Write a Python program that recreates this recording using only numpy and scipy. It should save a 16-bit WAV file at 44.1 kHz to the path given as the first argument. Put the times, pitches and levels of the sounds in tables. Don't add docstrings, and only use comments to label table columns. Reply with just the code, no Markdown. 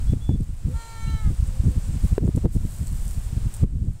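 import sys
import numpy as np
from scipy import signal
from scipy.fft import rfft, irfft, next_fast_len
from scipy.io import wavfile
from scipy.ndimage import map_coordinates

SR = 44100
rng = np.random.default_rng(int(sys.argv[2]) if len(sys.argv) > 2 else 0)


def generate_wav(sig):
    pcm = np.round(np.clip(np.atleast_2d(sig).T, -1, 1) * 32767).astype(np.int16)
    wavfile.write(sys.argv[1], SR, pcm)


N = 176400

# t/s, gain/dB
BACKGROUND_DIPS = [(0, -1), (.128, -1), (.145, -5), (.28, -5), (.36, -7.5), (.56, -6.5), (.82, 0),
                   (1.35, -0.5), (2.1, 1.5), (2.178, -1), (2.188, -6.5), (2.27, -3.5), (2.45, -2),
                   (2.465, -9.5), (2.56, -4), (2.72, -1.5), (3.632, 0.5), (3.648, -12.5), (4, -9.5)]


def amp(db):
    return 10 ** (np.asarray(db) / 20)


def unit(x):
    return x / np.sqrt(np.mean(x ** 2) + 1e-20)


def clock(size=N):
    return np.arange(size) / SR


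def curve(points):
    return np.interp(clock(), *np.transpose(points))


def wobble(per_second):
    return map_coordinates(rng.standard_normal(2048), [clock() * per_second], mode="mirror")


def filtered(x, response):
    size = next_fast_len(len(x) + 4096)
    return irfft(rfft(x, size) * response(np.fft.rfftfreq(size, 1 / SR)), size)[:len(x)]


def noise(response, size=N):
    return unit(filtered(rng.standard_normal(size), response))


def shape(points):
    freqs, db = np.transpose(points)
    return lambda hz: amp(np.interp(np.log(hz + 1), np.log(freqs), db))


def add(track, start, sound):
    at = round(start * SR)
    part = sound[max(-at, 0):max(N - at, 0)]
    track[max(at, 0):][:len(part)] += part


def tone(hz):
    return np.sqrt(2) * np.sin(2 * np.pi * np.cumsum(hz) / SR)


def fade(t, length, edge_s):
    return np.sin(np.pi / 2 * np.clip(np.minimum(t, length - t) / edge_s, 0, 1))


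def bump(x, width):
    return np.exp(-(x / width) ** 2 / 2)


def wind():
    # t/s, relative level/dB
    rumble_levels = [(0.0, -26.5), (0.62, -34.5), (0.78, -41.5), (1.02, -30.5), (1.17, -34.5), (1.25, -26),
                     (1.64, -33.5), (2.27, -26), (2.93, -31), (3.27, -32.5), (3.4, -30.5), (3.78, -25.5),
                     (3.85, -36.5), (4.0, -36)]
    # f/Hz, gain/dB
    rumble_colour = [(10, -0.5), (25, 6), (60, -0.5), (110, -6.5), (200, -20), (350, -38), (700, -58.5),
                     (2000, -101)]
    # middle t/s, half length/s, relative level/dB, upper cutoff f/Hz
    swirls = [(0.1, 0.0075, -12.5, 113), (0.133, 0.0086, -14, 222), (0.168, 0.01, -20.5, 137),
              (0.294, 0.0027, -14.5, 257), (0.31, 0.01, -17, 216), (0.35, 0.011, -16, 178),
              (0.41, 0.015, -20.5, 188), (0.497, 0.011, -26.5, 152), (0.682, 0.026, -19.5, 159),
              (0.746, 0.028, -22, 96), (1.092, 0.022, -21, 144), (1.147, 0.014, -18, 120),
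              (1.271, 0.015, -16.5, 145), (1.311, 0.017, -24.5, 222), (1.4, 0.0073, -13.5, 87),
              (1.435, 0.012, -16, 101), (1.491, 0.0083, -22, 117), (1.603, 0.012, -14, 107),
              (1.675, 0.024, -13.5, 180), (1.775, 0.012, -15.5, 155), (1.898, 0.012, -21.5, 150),
              (1.952, 0.02, -20.5, 155), (2.048, 0.0096, -13, 163), (2.125, 0.0077, -11.5, 147),
              (2.24, 0.025, -16.5, 240), (2.288, 0.0064, -14, 258), (2.351, 0.0075, -15.5, 178),
              (2.375, 0.0068, -14.5, 304), (2.456, 0.011, -14, 350), (2.562, 0.012, -16.5, 212),
              (2.65, 0.014, -19.5, 173), (2.821, 0.024, -22, 145), (2.925, 0.014, -23, 132),
              (3.067, 0.014, -24.5, 97), (3.176, 0.017, -22.5, 127), (3.269, 0.0072, -20, 60.6),
              (3.33, 0.011, -21.5, 146), (3.374, 0.011, -18, 160), (3.464, 0.011, -15, 125),
              (3.637, 0.013, -11.5, 176), (3.755, 0.024, -23.5, 153), (3.824, 0.039, -25, 170),
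              (3.882, 0.021, -21, 155)]
    low_cut_hz, steepness = 37, 4.465
    rumble = unit(amp(2.5 * wobble(13)) * noise(shape(rumble_colour)))
    out = amp(curve(rumble_levels) + 2.5) * rumble
    t = np.arange(-SR // 8, SR // 8) / SR
    for middle, half, db, cutoff in swirls:
        def bass_band(hz):
            return hz ** 2 / (hz ** 2 + low_cut_hz ** 2) / (1 + (hz / cutoff) ** 2) ** (steepness / 2)
        swell = bump(t, half)
        burst = swell * rng.standard_normal(len(t))
        even_burst = irfft(np.exp(1j * np.angle(rfft(burst))), len(t))
        thump = filtered(even_burst * np.sqrt(swell), bass_band)
        thump *= np.linalg.norm(swell) / np.linalg.norm(thump)
        add(out, middle + t[0], amp(db - 0.5) * thump)
    return out


def background():
    # f/Hz, gain/dB
    air_colour = [(100, 2), (500, 6.5), (1000, 3.5), (2000, -1), (4000, -3), (6000, -3), (10000, -6.5),
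                  (15500, -11.5)]
    insect_band = noise(lambda hz: bump(hz - 8130, width=1080))
    air = amp(-50.5) * noise(shape(air_colour))
    insects = amp(-55 + 1.4 * wobble(23.75)) * insect_band
    return amp(curve(BACKGROUND_DIPS)) * (air + insects)


def bird():
    # start t/s, length/s, f/Hz, level/dB
    whistles = [(.068, 0.076, 3444, -58.5), (0.202, .16, 3456, -57), (1.061, 0.045, 2860, -54.5),
                (2.863, 0.036, 4510, -56.5)]
    slide_hz, slide_s = 230, 0.0142
    out = np.zeros(N)
    for start, length, hz, db in whistles:
        t = clock(int(length * SR))
        pitch = hz - slide_hz * np.exp(-t / slide_s)
        add(out, start, amp(db) * fade(t, length, edge_s=0.021) * tone(pitch))
    return out


def wind_pops():
    # t/s, ring gain/dB, ring f/Hz, crack level/dB
    blows = [(.134, -18.5, 240, -43), (.292, -15.5, 260, -42), (2.18, -7, 404, -32.5),
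             (2.278, -18.5, 334, -54), (2.378, -19, 337, -56), (2.456, -12.5, 330, -38.5),
             (3.637, -21.5, 420, -39), (3.885, -32, 340, -60)]
    # f/Hz, gain/dB
    crack_colour = [(500, 7.5), (1500, -1.5), (3000, -8), (6000, -17), (14000, -18)]
    rise_s, decay_s, crack_peak_s = 0.00015, 0.0032, 0.0011
    out, t = np.zeros(N), clock(SR // 25)
    crack_swell = t / crack_peak_s * np.exp(1 - t / crack_peak_s)
    for start, ring_db, hz, crack_db in blows:
        ring = np.sin(2 * np.pi * hz * t) * np.exp(-t / decay_s) * (1 - np.exp(-t / rise_s))
        crack = noise(shape(crack_colour), len(t)) * crack_swell
        add(out, start, amp(ring_db) * ring + amp(crack_db) * crack)
    return out


def grass():
    # middle t/s, half length/s, level/dB
    swishes = [(2.068, 0.037, -50.5), (2.369, .01, -53), (2.549, 0.021, -49.5), (2.754, 0.086, -49.5),
               (2.975, 0.06, -51), (3.1, 0.03, -51.5), (3.18, 0.12, -53), (3.545, 0.023, -50)]
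    # f/Hz, gain/dB
    grass_colour = [(1000, -47), (3500, -10.5), (6000, -6.5), (8200, 4), (10000, -1.5), (13000, -4.5),
                    (15500, -8)]
    # t/s, peak level/dB, ring f/Hz
    snaps = [(.408, -41, 8440), (0.443, -44, 7900), (1.477, -35.5, 8700), (1.716, -38, 8500),
             (2.362, -31, 8500), (2.871, -26.5, 7500), (2.88, -32, 7400), (3.08, -28.5, 8750),
             (3.54, -27, 8400), (3.547, -29.5, 8400), (3.566, -34, 8400)]
    decay_s, ring_width_hz, crack_gain = 0.002, 550, 0.39
    rustle = shape(grass_colour)
    push = sum(amp(db) * bump(clock() - middle, half) for middle, half, db in swishes)
    out = push * unit(noise(rustle) * amp(3 * wobble(450)))
    ticks = []
    for start, (softer, higher) in zip(4 * rng.random(36), rng.standard_normal((36, 2))):
        dip_db = np.interp(start, *np.transpose(BACKGROUND_DIPS))
        ticks.append((start, -41 - 0.5 * softer + dip_db, 8130 * np.exp(0.31 * higher)))
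    t = clock(SR // 25)
    for start, db, ring_hz in snaps + ticks:
        stalk = lambda hz: crack_gain * rustle(hz) + 1 / (1 + ((hz - ring_hz) / ring_width_hz) ** 2)
        snap = noise(stalk, len(t)) * np.exp(-t / decay_s)
        add(out, start, amp(db) * snap / np.abs(snap).max())
    return out


def hoots():
    # start t/s, length/s, first f/Hz, last f/Hz, level/dB
    calls = [(.68, 0.072, 470, 540, -49.5), (1.45, 0.17, 523, 523, -56), (1.69, 0.077, 507, 495, -52.5)]
    out = np.zeros(N)
    for start, length, first, last, db in calls:
        t = clock(int(length * SR))
        pitch = first + (last - first) * t / length
        add(out, start, amp(db) * fade(t, length, edge_s=0.025) * tone(pitch))
    return out


def lemur():
    # t/s, f/Hz
    melody = [(.73, 444), (.76, 456), (.80, 459.5), (.89, 455), (.975, 451.5), (1.07, 448.5), (1.17, 442),
              (1.22, 434), (1.27, 419), (1.31, 398)]
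    # t/s, relative level/dB
    efforts = [(.73, -30), (.765, -2.5), (.82, 1), (.88, 1), (.96, 0.5), (1.03, 0.5), (1.08, -0.5),
               (1.17, -1.5), (1.22, -8.5), (1.27, -12.5), (1.31, -20)]
    # multiple of the pitch, base level/dB with the mouth narrow, and with it wide
    overtones = [(1, -63, -64), (2, -51, -54), (3, -51, -49), (4, -58, -53), (5, -59, -54), (6, -76, -75),
                 (7, -64, -58), (8, -70, -64), (9, -59, -56), (10, -65, -67), (11, -76, -76),
                 (13, -70, -71), (14, -67, -64), (15, -73, -73), (16, -60, -65), (17, -70, -73),
                 (18, -69, -72), (19, -70, -74)]
    opens_s, wide_s, dulling = 0.94, 1.06, 0.12
    pitch = curve(melody) * (1 + 0.00226 * wobble(70.8))
    effort = curve(efforts)
    mouth = curve([(opens_s, 0), (wide_s, 1)])
    voice = np.zeros(N)
    for multiple, narrow, wide in overtones:
        mouth_db = narrow + (wide - narrow) * mouth
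        effort_db = effort * dulling * multiple
        flutter_db = 2 * np.sqrt(multiple / 8) * wobble(21.96)
        voice += tone(multiple * pitch) * amp(mouth_db + effort_db + flutter_db)
    shimmer = amp(0.7 * wobble(60.5))
    start, end = melody[0][0], melody[-1][0]
    return voice * shimmer * fade(clock() - start, end - start, edge_s=0.01)


def field_echo(calls):
    die_away_s, echo_db = 0.3, -15
    t = clock(SR // 2)
    tail = rng.standard_normal(len(t)) * amp(-60 * t / die_away_s)
    return calls + amp(echo_db) * signal.fftconvolve(calls, tail / np.linalg.norm(tail))[:N]


def scene():
    calls = field_echo(lemur() + bird() + hoots())
    return (calls + grass() + background() + wind() + wind_pops())[None]


def record(dry):
    ceiling, top_hz = 0.41, 15720
    rounded = dry[0] / (1 + np.abs(dry[0] / ceiling) ** 8) ** (1 / 8)
    return filtered(rounded, lambda hz: hz < top_hz)[None]


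dry = scene()
out = record(dry)
generate_wav(out)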